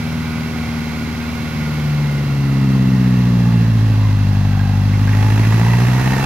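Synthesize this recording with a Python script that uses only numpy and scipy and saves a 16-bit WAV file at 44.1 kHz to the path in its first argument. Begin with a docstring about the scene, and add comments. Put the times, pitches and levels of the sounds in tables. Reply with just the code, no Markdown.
"""A four-cylinder diesel four-wheel-drive climbs a muddy forest track, some twenty metres off.
At first fan and timing gear whirr at high revs, wet mud spatters, and the trees scatter the engine's sound.
From about 2 s the tyres dig in: the revs sag and the exhaust booms on the standing waves of its pipe.
After 3 s loose bodywork buzzes, driven by the firings; from 4.4 s the chassis clunks in the ruts.
Near 5 s the throttle opens and the engine pulls through with hard combustion knock."""
import sys
import numpy as np
from scipy import signal
from scipy.fft import rfft, irfft
from scipy.io import wavfile

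SR = 44100
rng = np.random.default_rng(int(sys.argv[2]) if len(sys.argv) > 2 else 0)


def transcribe(u):
    """Save the signal u as a 16-bit wav file named by the first command-line argument.

    u: samples, shape (n,) or (channels, n), limited to [-1, 1]; the rate is SR.
    q: integer samples, one column per channel.
    """
    v = np.clip(np.atleast_2d(u).T, -1, 1)
    q = np.round(v * 32767).astype(np.int16)
    wavfile.write(sys.argv[1], SR, q)


N = 275788
T = np.arange(N) / SR
FREQS = np.maximum(np.fft.rfftfreq(N, 1 / SR), 1)
CYLINDERS = 4

def undb(db):
    """Amplitude ratio of a level in decibels."""
    return 10 ** (np.asarray(db) / 20)

def unit(x):
    """Normalisation to rms 1."""
    return x / np.sqrt(np.mean(x ** 2))

def curves(rows):
    """Linear interpolation of each column in time."""
    s, *columns = np.transpose(rows)
    return [np.interp(T, s, c) for c in columns]

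def spectra(rows):
    """Linear interpolation of each column in log frequency."""
    hz, *columns = np.transpose(rows)
    return [np.interp(np.log(FREQS), np.log(hz), c) for c in columns]

def lifts(modes):
    """Resonance: a bell-shaped gain in dB for each mode."""
    return sum(db / (1 + (2 * (FREQS - hz) / width) ** 2) for hz, width, db in modes)

def shape(x, gain):
    """Linear filtering by a frequency response."""
    return irfft(rfft(x) * gain, N)

def walk(rate_hz):
    """Random modulation: low-pass noise of rms 1."""
    return unit(shape(rng.standard_normal(N), np.exp(-(FREQS / rate_hz) ** 2)))

def hum(hz, width_hz):
    """Quadrature modulation: narrow-band noise about a moving frequency."""
    phase = 2 * np.pi * np.cumsum(hz) / SR
    return (walk(width_hz) * np.cos(phase) + walk(width_hz) * np.sin(phase)) / np.sqrt(2)

def place(x, pan_db):
    """Interaural level difference, left minus right."""
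    return x * undb(np.array([[pan_db], [-pan_db]]) / 2)

# engine speed (time [s], firing rate [Hz])
FIRING_RATE = [(0.0, 78.74), (0.6, 78.35), (0.85, 77.59), (1.3, 78.74), (2.2, 71.58), (2.4, 69.21),
               (3.05, 63.05), (4.25, 49.83), (4.6, 48.99), (5.05, 50.79), (5.5, 54.9), (6.25, 67.64)]
# engine effort (time [s], load [0-1])
ENGINE_LOAD = [(0, 0.2), (1.2, 0.24), (1.8, 0.57), (2.3, 0.65), (2.7, 0.8), (3.3, 1), (4.7, 0.91),
               (5.6, 0.99), (6.25, 0.66)]
def crankshaft():
    """Phase is the integral of frequency: the jittered rate accumulates to a firing count."""
    hz, = curves(FIRING_RATE)
    load, = curves(ENGINE_LOAD)
    firings = np.cumsum(hz * (1 + .002 * walk(15))) / SR
    return hz, firings, load

# exhaust pipe modes (frequency [Hz], bandwidth [Hz], gain [dB])
PIPE_MODES = [(112.4, 25.4, 19.5), (185.6, 14.7, 13.5), (236.4, 28, 20), (367, 28, -49), (540, 67, -47.5)]
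def pipe(hz):
    """Modal superposition gives the exhaust pipe's complex response."""
    return sum(undb(db) / (1 + 1j * (hz / f - f / hz) * f / width) for f, width, db in PIPE_MODES)

# peaks and dips of the exhaust (frequency [Hz], level [dB])
STANDING_WAVES = [(51, -23), (66, -27.5), (78, -27), (104, -10), (121, -11), (148, -16), (161, -29),
                  (171, -16.5), (198, -19.5), (209, -30), (223, -22.5), (270, -26), (292, -38), (325, -41),
                  (348, -46.5), (385, -41.5), (546, -56)]
# exhaust timbre (time [s], second harmonic gain [dB], higher harmonic gain [dB])
TIMBRE = [(0.0, 4, 0.7), (1.2, -5.5, -0.5), (1.9, 2, -1.8), (2.25, -0.1, 2), (2.65, 1.9, 5), (3.3, -1, 4),
          (4.1, 1.4, -1.2), (4.6, 1.2, -3.5), (5.3, 1, 0.9), (5.85, 2, -2.9), (6.25, -2.5, -1.4)]
def partial(k, hz, firings, gain_db):
    """Standing waves: a tone at k times the firing rate swells and dips as it slides across them."""
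    second_db, overtone_db = curves(TIMBRE)
    wave_hz, wave_db = np.transpose(STANDING_WAVES)
    boom_db = np.interp(np.log(k * hz), np.log(wave_hz), wave_db)
    colour_db = second_db * max(1 - abs(k - 2), 0) + overtone_db * np.clip(k - 2, 0, 1)
    phase = 2 * np.pi * k * firings + np.angle(pipe(k * hz)) - k * np.pi / 2
    return undb(gain_db + boom_db + colour_db) * np.cos(phase)

def exhaust(hz, firings, load):
    """Periodic pulses form a harmonic series; the engine stumbles when light and steadies under load."""
    flutter_db = .3 + (1 - load)
    return sum(partial(k, hz, firings, flutter_db * np.sqrt(k / 2) * walk(10)) for k in range(1, 9))

# lines 1/4, 1/2 and 3/4 of the way between harmonics, at 216 Hz (unloaded gain [dB], loaded gain [dB])
INTERHARMONICS = [(-12.5, -10.5), (-19.5, -14.5), (-22, -11.5)]
def lope(hz, firings, load, flutter_db=1.5):
    """Unequal cylinders repeat every fourth firing, so weaker lines lie between the harmonics."""
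    db_per_octave = 9.5 - 6.5 * load
    out = np.zeros(N)
    for k in range(1, 7):
        for step, (light_db, loaded_db) in enumerate(INTERHARMONICS, 1):
            multiple = k + step / CYLINDERS
            # unequal manifold branches shift the pulses, inverting the line just under each harmonic
            sign = -1 if step == len(INTERHARMONICS) else 1
            db = light_db + load * (loaded_db - light_db) + db_per_octave * np.log2(multiple * hz / 216)
            out += sign * partial(multiple, hz, firings, db + flutter_db * walk(10))
    return out

def gas(hz, firings, load):
    """Turbulence: a puff follows each firing down the pipe, stronger with load and speed."""
    puffs = rng.standard_normal(N) * np.exp(-(firings % 1) / .35)
    flow = undb(-39 + 6 * load) * (hz / hz.mean()) ** 2.5
    return unit(shape(puffs, pipe(FREQS) / (1 + (45 / FREQS) ** 4))) * flow

def bank(x, delay_s=.02085, db=-21):
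    """Reflection: a mud bank returns the boom from the side."""
    return undb(db) * np.interp(T - delay_s, T, x, left=0) * np.array([[1], [-1]])

# strength of each cylinder in firing order (level [dB])
BLOW_DB = [-5.5, -10.5, -6.5, -3.5]
def blows(firings, hz, decay_s, scatter_db, rest, rise_s=.0012):
    """Impact and exponential decay: an envelope of one uneven blow per firing, above a steady floor."""
    count = np.maximum(firings, 0).astype(int)
    age = firings % 1 / hz
    size_db = np.array(BLOW_DB)[count % CYLINDERS] + scatter_db * rng.uniform(-1, 1, size=1000)[count]
    return rest + undb(size_db) * np.exp(-age / decay_s) * (1 - np.exp(-age / rise_s))

def clatter(firings, repeat, points=3300):
    """Cyclostationary noise, two rows: a share of the power repeats with every four-stroke cycle."""
    position = firings / CYLINDERS % 1 * points
    patterns = rng.standard_normal((2, points))
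    periodic = np.array([unit(np.interp(position, np.arange(points), row)) for row in patterns])
    return np.sqrt(repeat) * periodic + np.sqrt(1 - repeat) * rng.standard_normal((2, N))

# stereo image (frequency [Hz], coherence [0-1], left minus right [dB])
STEREO_IMAGE = [(200, 1, 6), (400, 0.34, -2), (690, 0.71, -1), (1270, 0.41, -5), (2210, 1, -7.5),
                (3100, 0.86, 0.5), (4300, 0, -6), (6600, 0.13, -10.5), (8600, 0.1, -0.5), (15000, 0.2, -3)]
def radiate(pair, colour_db, lag_s=64e-6, low_hz=60):
    """Scattering by foliage lowers the treble's coherence between the ears; the result has rms 1."""
    coherence, pan_db = spectra(STEREO_IMAGE)
    low_cut = 1 / (1 + (low_hz / FREQS) ** 2)
    mid, side = rfft(pair) * undb(colour_db) * low_cut * np.sqrt([1 + coherence, 1 - coherence])
    left = (mid + side) * undb(pan_db / 2) * np.exp(-2j * np.pi * FREQS * lag_s)
    right = (mid - side) * undb(-pan_db / 2)
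    return unit(irfft([left, right], N))

# fan and timing gear noise (frequency [Hz], relative level [dB])
WHIRR_SPECTRUM = [(200, 9.5), (350, -6.5), (600, -4.5), (1100, -3.5), (1450, -7.5), (1720, -10.5),
                  (2100, 0.5), (2500, -10), (3100, -9.5), (4200, -12), (6000, -16.5), (8000, -26),
                  (12000, -18.5), (15500, -31)]
# panel modes (frequency [Hz], bandwidth [Hz], gain [dB])
PANEL_MODES = [(1420, 45, 10.5), (1474, 42, 7), (1970, 130, 1), (2390, 46, 2.5), (2710, 97, 6.5)]
def whirr(hz, firings, load):
    """Rotational noise of fan and gears, pulsed by the valves, falls steeply as the revs sag."""
    valves = blows(2 * firings, 2 * hz, decay_s=.0018, scatter_db=2, rest=.93)
    colour_db = spectra(WHIRR_SPECTRUM)[0] + lifts(PANEL_MODES)
    db = -29 + 23.5 * np.log2(hz / hz.max()) + 1.5 * load + .24 * walk(3.4)
    return undb(db) * radiate(valves * clatter(firings, repeat=.6), colour_db)

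# timing gear tones (frequency [multiples of the firing rate], level at top speed [dB])
MESH_TONES = [(16, -45.5), (17, -52), (18.6, -45), (20, -46), (27, -49), (29.15, -43), (32, -48.5)]
def gears(hz):
    """Tooth meshing: whines keep step with the crankshaft and fade as it slows."""
    whine = sum(undb(db) * hum(multiple * hz, width_hz=25) for multiple, db in MESH_TONES)
    return place(whine * (hz / hz.max()) ** 1.8, pan_db=-6.5)

# engine block modes (frequency [Hz], bandwidth [Hz], gain [dB])
BLOCK_MODES = [(740, 116, 4.6), (858, 26, 8.1), (955, 11, 0.91), (1660, 48, 1.9), (1960, 53, 2.8),
               (2130, 48, 1.4), (2677, 370, 8.9), (3300, 110, 6.6)]
def block(force, spectrum):
    """Structural radiation: the block's modes colour the force that strikes it."""
    return radiate(force, spectra(spectrum)[0] + lifts(BLOCK_MODES))

# piston noise (frequency [Hz], relative level [dB])
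RATTLE_SPECTRUM = [(200, -20), (400, -1), (650, 0.5), (830, 0.5), (1100, 4.5), (1380, -1.5), (1850, -1.5),
                   (2300, -8), (3200, -8), (4200, -6), (6000, -12), (8000, -22), (12000, -15), (15500, -24)]
def rattle(hz, firings, load, approach_db_per_s=1):
    """Impact excitation: pistons rattle the block, louder with load, speed and nearness."""
    pistons = blows(firings - .041, hz, decay_s=.005, scatter_db=4, rest=1.8)
    db = -38 + approach_db_per_s * T + 3.5 * load + 5 * np.log2(hz / hz.max()) + .24 * walk(18)
    return undb(db) * block(pistons * clatter(firings, repeat=.24), RATTLE_SPECTRUM)

# wet impacts (frequency [Hz], relative level [dB])
SPLAT_SPECTRUM = [(300, -9), (1200, 17), (5000, -19), (8000, -20), (15000, -17)]
def mud(clods_per_s=250, spread_db=3, decay_s=.0035, db=-53):
    """A Poisson process: clods thrown by the tyres land at random on the track."""
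    sizes = undb(spread_db * np.minimum(rng.exponential(size=N), 4))
    clods = (rng.random(N) < clods_per_s / SR) * sizes
    envelope = signal.lfilter([1], [1, -np.exp(-1 / (decay_s * SR))], clods)
    return undb(db) * radiate(envelope * rng.standard_normal((2, N)), spectra(SPLAT_SPECTRUM)[0])

def forest(x, t60_s=.5, db=-13):
    """Diffuse reverberation: trunks and banks return a short tail, different on each side."""
    tail = rng.standard_normal((2, N)) * np.exp(-np.log(1000) * T / t60_s) * (T > .012)
    tail /= np.sqrt(np.sum(tail ** 2, axis=1, keepdims=True))
    scattered = shape(x, FREQS ** 2 / (FREQS ** 2 + 190 ** 2))  # long waves pass the trunks unscattered
    return undb(db) * signal.fftconvolve(scattered[None], tail, axes=1)[:, :N]

# upper tailpipe modes (frequency [Hz], half-width at -6 dB [Hz], gain [dB])
RASP_MODES = [(365, 40, -1.5), (499, 65, -4)]
def rasp(hz, firings, load):
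    """Flow excitation: fast gas under load drives the tailpipe's upper resonances."""
    puffs = clatter(firings, repeat=.85)[0] * np.exp(-(firings % 1) / .4)
    response = sum(undb(db) / (1 + 1j * (FREQS / f - f / FREQS) * f / width / 2) ** 2
                   for f, width, db in RASP_MODES)
    return unit(shape(puffs, response)) * undb(-35) * load ** 2 * (hz / hz.mean()) ** 4.1

# ringing block modes (frequency [Hz], width [Hz], level [dB])
SINGING_MODES = [(1850, 150, -43.5), (2707, 60, -44.5)]
def singing(hz, firings, load):
    """Sustained resonance: under load the firings keep the block ringing."""
    strikes = unit(blows(firings - .054, hz, decay_s=.006, scatter_db=2, rest=.4))
    rings = sum(undb(db) * hum(np.full(N, f), width) for f, width, db in SINGING_MODES)
    return place(rings * strikes * load ** 2 * (hz / hz.mean()) ** 2.2, pan_db=-2)

# panel buzzes (start [s], duration [s], frequency [Hz], level [dB])
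BUZZ_BURSTS = [(3.357, 0.2, 840, -36), (3.973, 0.17, 1016, -33.5), (4.201, 0.25, 802, -35),
               (4.448, 0.4, 770, -32.5), (5.198, .4, 948, -34), (5.57, 0.29, 951.3, -27),
               (5.801, 0.58, 890, -29)]
def bodywork(hz, firings, overtone_ratio=2.06, width_hz=65):
    """Forced vibration: each firing strikes a loose panel, which buzzes in bursts as the body twists."""
    strikes = unit(blows(firings - .06, hz, decay_s=.0087, scatter_db=2, rest=.15))
    ring_hz, = curves([(s + length / 2, pitch) for s, length, pitch, _ in BUZZ_BURSTS])
    swell = sum(undb(db) * np.sin(np.pi * np.clip((T - s) / length, 0, 1))
                for s, length, _, db in BUZZ_BURSTS)
    ring = hum(ring_hz, width_hz) + undb(-6) * hum(overtone_ratio * ring_hz, width_hz)
    return place(ring * strikes * swell, pan_db=-3.5)

# chassis impacts (time [s], frequency [Hz], level [dB])
IMPACTS = [(4.449, 780, -24.5), (4.54, 1620, -34), (4.595, 1611, -31), (4.933, 2100, -24),
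           (5.073, 1620, -25), (5.131, 1900, -24), (5.431, 2020, -23), (5.991, 1900, -25),
           (6.13, 1850, -23), (6.195, 1780, -23)]
def chassis(rise_s=.0012, decay_s=.013):
    """Damped free vibration: loose steel parts clink and chatter as the axles drop into ruts."""
    out = np.zeros(N)
    for s, hz, db in IMPACTS:
        age = np.maximum(T - s, 0)
        band = 1 / (1 + ((FREQS / hz - 1) / .2) ** 2)
        chatter = unit(shape(rng.standard_normal(N), band))
        ring = np.sin(2 * np.pi * hz * age) + .6 * chatter
        out += undb(db) * ring * (1 - np.exp(-age / rise_s)) * np.exp(-age / decay_s)
    return place(out, pan_db=-4)

# knock as the throttle opens (time [s], level [dB])
KNOCK_LEVEL = [(0, -59), (2.8, -40.5), (3.4, -38.5), (4.85, -36.5), (5.2, -25.5), (5.9, -23.5),
               (6.25, -21.5)]
# combustion noise (frequency [Hz], relative level [dB])
KNOCK_SPECTRUM = [(200, 10), (380, 2), (600, -3), (900, -1), (1400, -4), (1900, -3), (2400, -9),
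                  (3200, -17.5), (4200, -18), (6000, -23), (8000, -22.5), (15500, -30)]
# intake noise (frequency [Hz], relative level [dB])
INTAKE_SPECTRUM = [(1000, 2), (3200, -4), (4500, -5.5), (6200, -5), (8000, -17.5), (12000, -5),
                   (15500, -31)]
def combustion(hz, firings):
    """Impulsive excitation: under full fuel every firing cracks in the block while the intake rushes."""
    cracks = blows(firings - .041, hz, decay_s=.0042, scatter_db=2.5, rest=.08)
    knock = block(cracks * clatter(firings, repeat=.23), KNOCK_SPECTRUM)
    rush = radiate(rng.standard_normal((2, N)), spectra(INTAKE_SPECTRUM)[0])
    return (knock + undb(-11) * rush) * undb(curves(KNOCK_LEVEL)[0])

def scene():
    """Superposition: one crankshaft drives exhaust, engine and bodywork; mud and echoes add to them."""
    hz, firings, load = crankshaft()
    boom = exhaust(hz, firings, load) + lope(hz, firings, load)
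    tailpipe = gas(hz, firings, load) + rasp(hz, firings, load) - boom
    metal = whirr(hz, firings, load) + gears(hz) + rattle(hz, firings, load)
    metal += singing(hz, firings, load) + bodywork(hz, firings) + chassis() + combustion(hz, firings)
    # the tailpipe sits low over the mud, so less of it reaches the trees
    trees = forest(metal.mean(axis=0) + tailpipe / 2)
    return tailpipe + bank(tailpipe) + metal + mud() + trees

# microphone port modes (frequency [Hz], bandwidth [Hz], gain [dB])
PORT_MODES = [(3990, 104, 5), (5140, 530, 0), (5970, 270, -1), (11800, 3400, -2)]
def record(dry, top_hz=15750):
    """Port resonance colours the treble at the microphone; a steep low-pass cuts the top."""
    low_pass = signal.ellip(10, .2, 80, top_hz, fs=SR, output="sos")
    return signal.sosfilt(low_pass, shape(dry, undb(lifts(PORT_MODES))))


dry = scene()
out = record(dry)
transcribe(out)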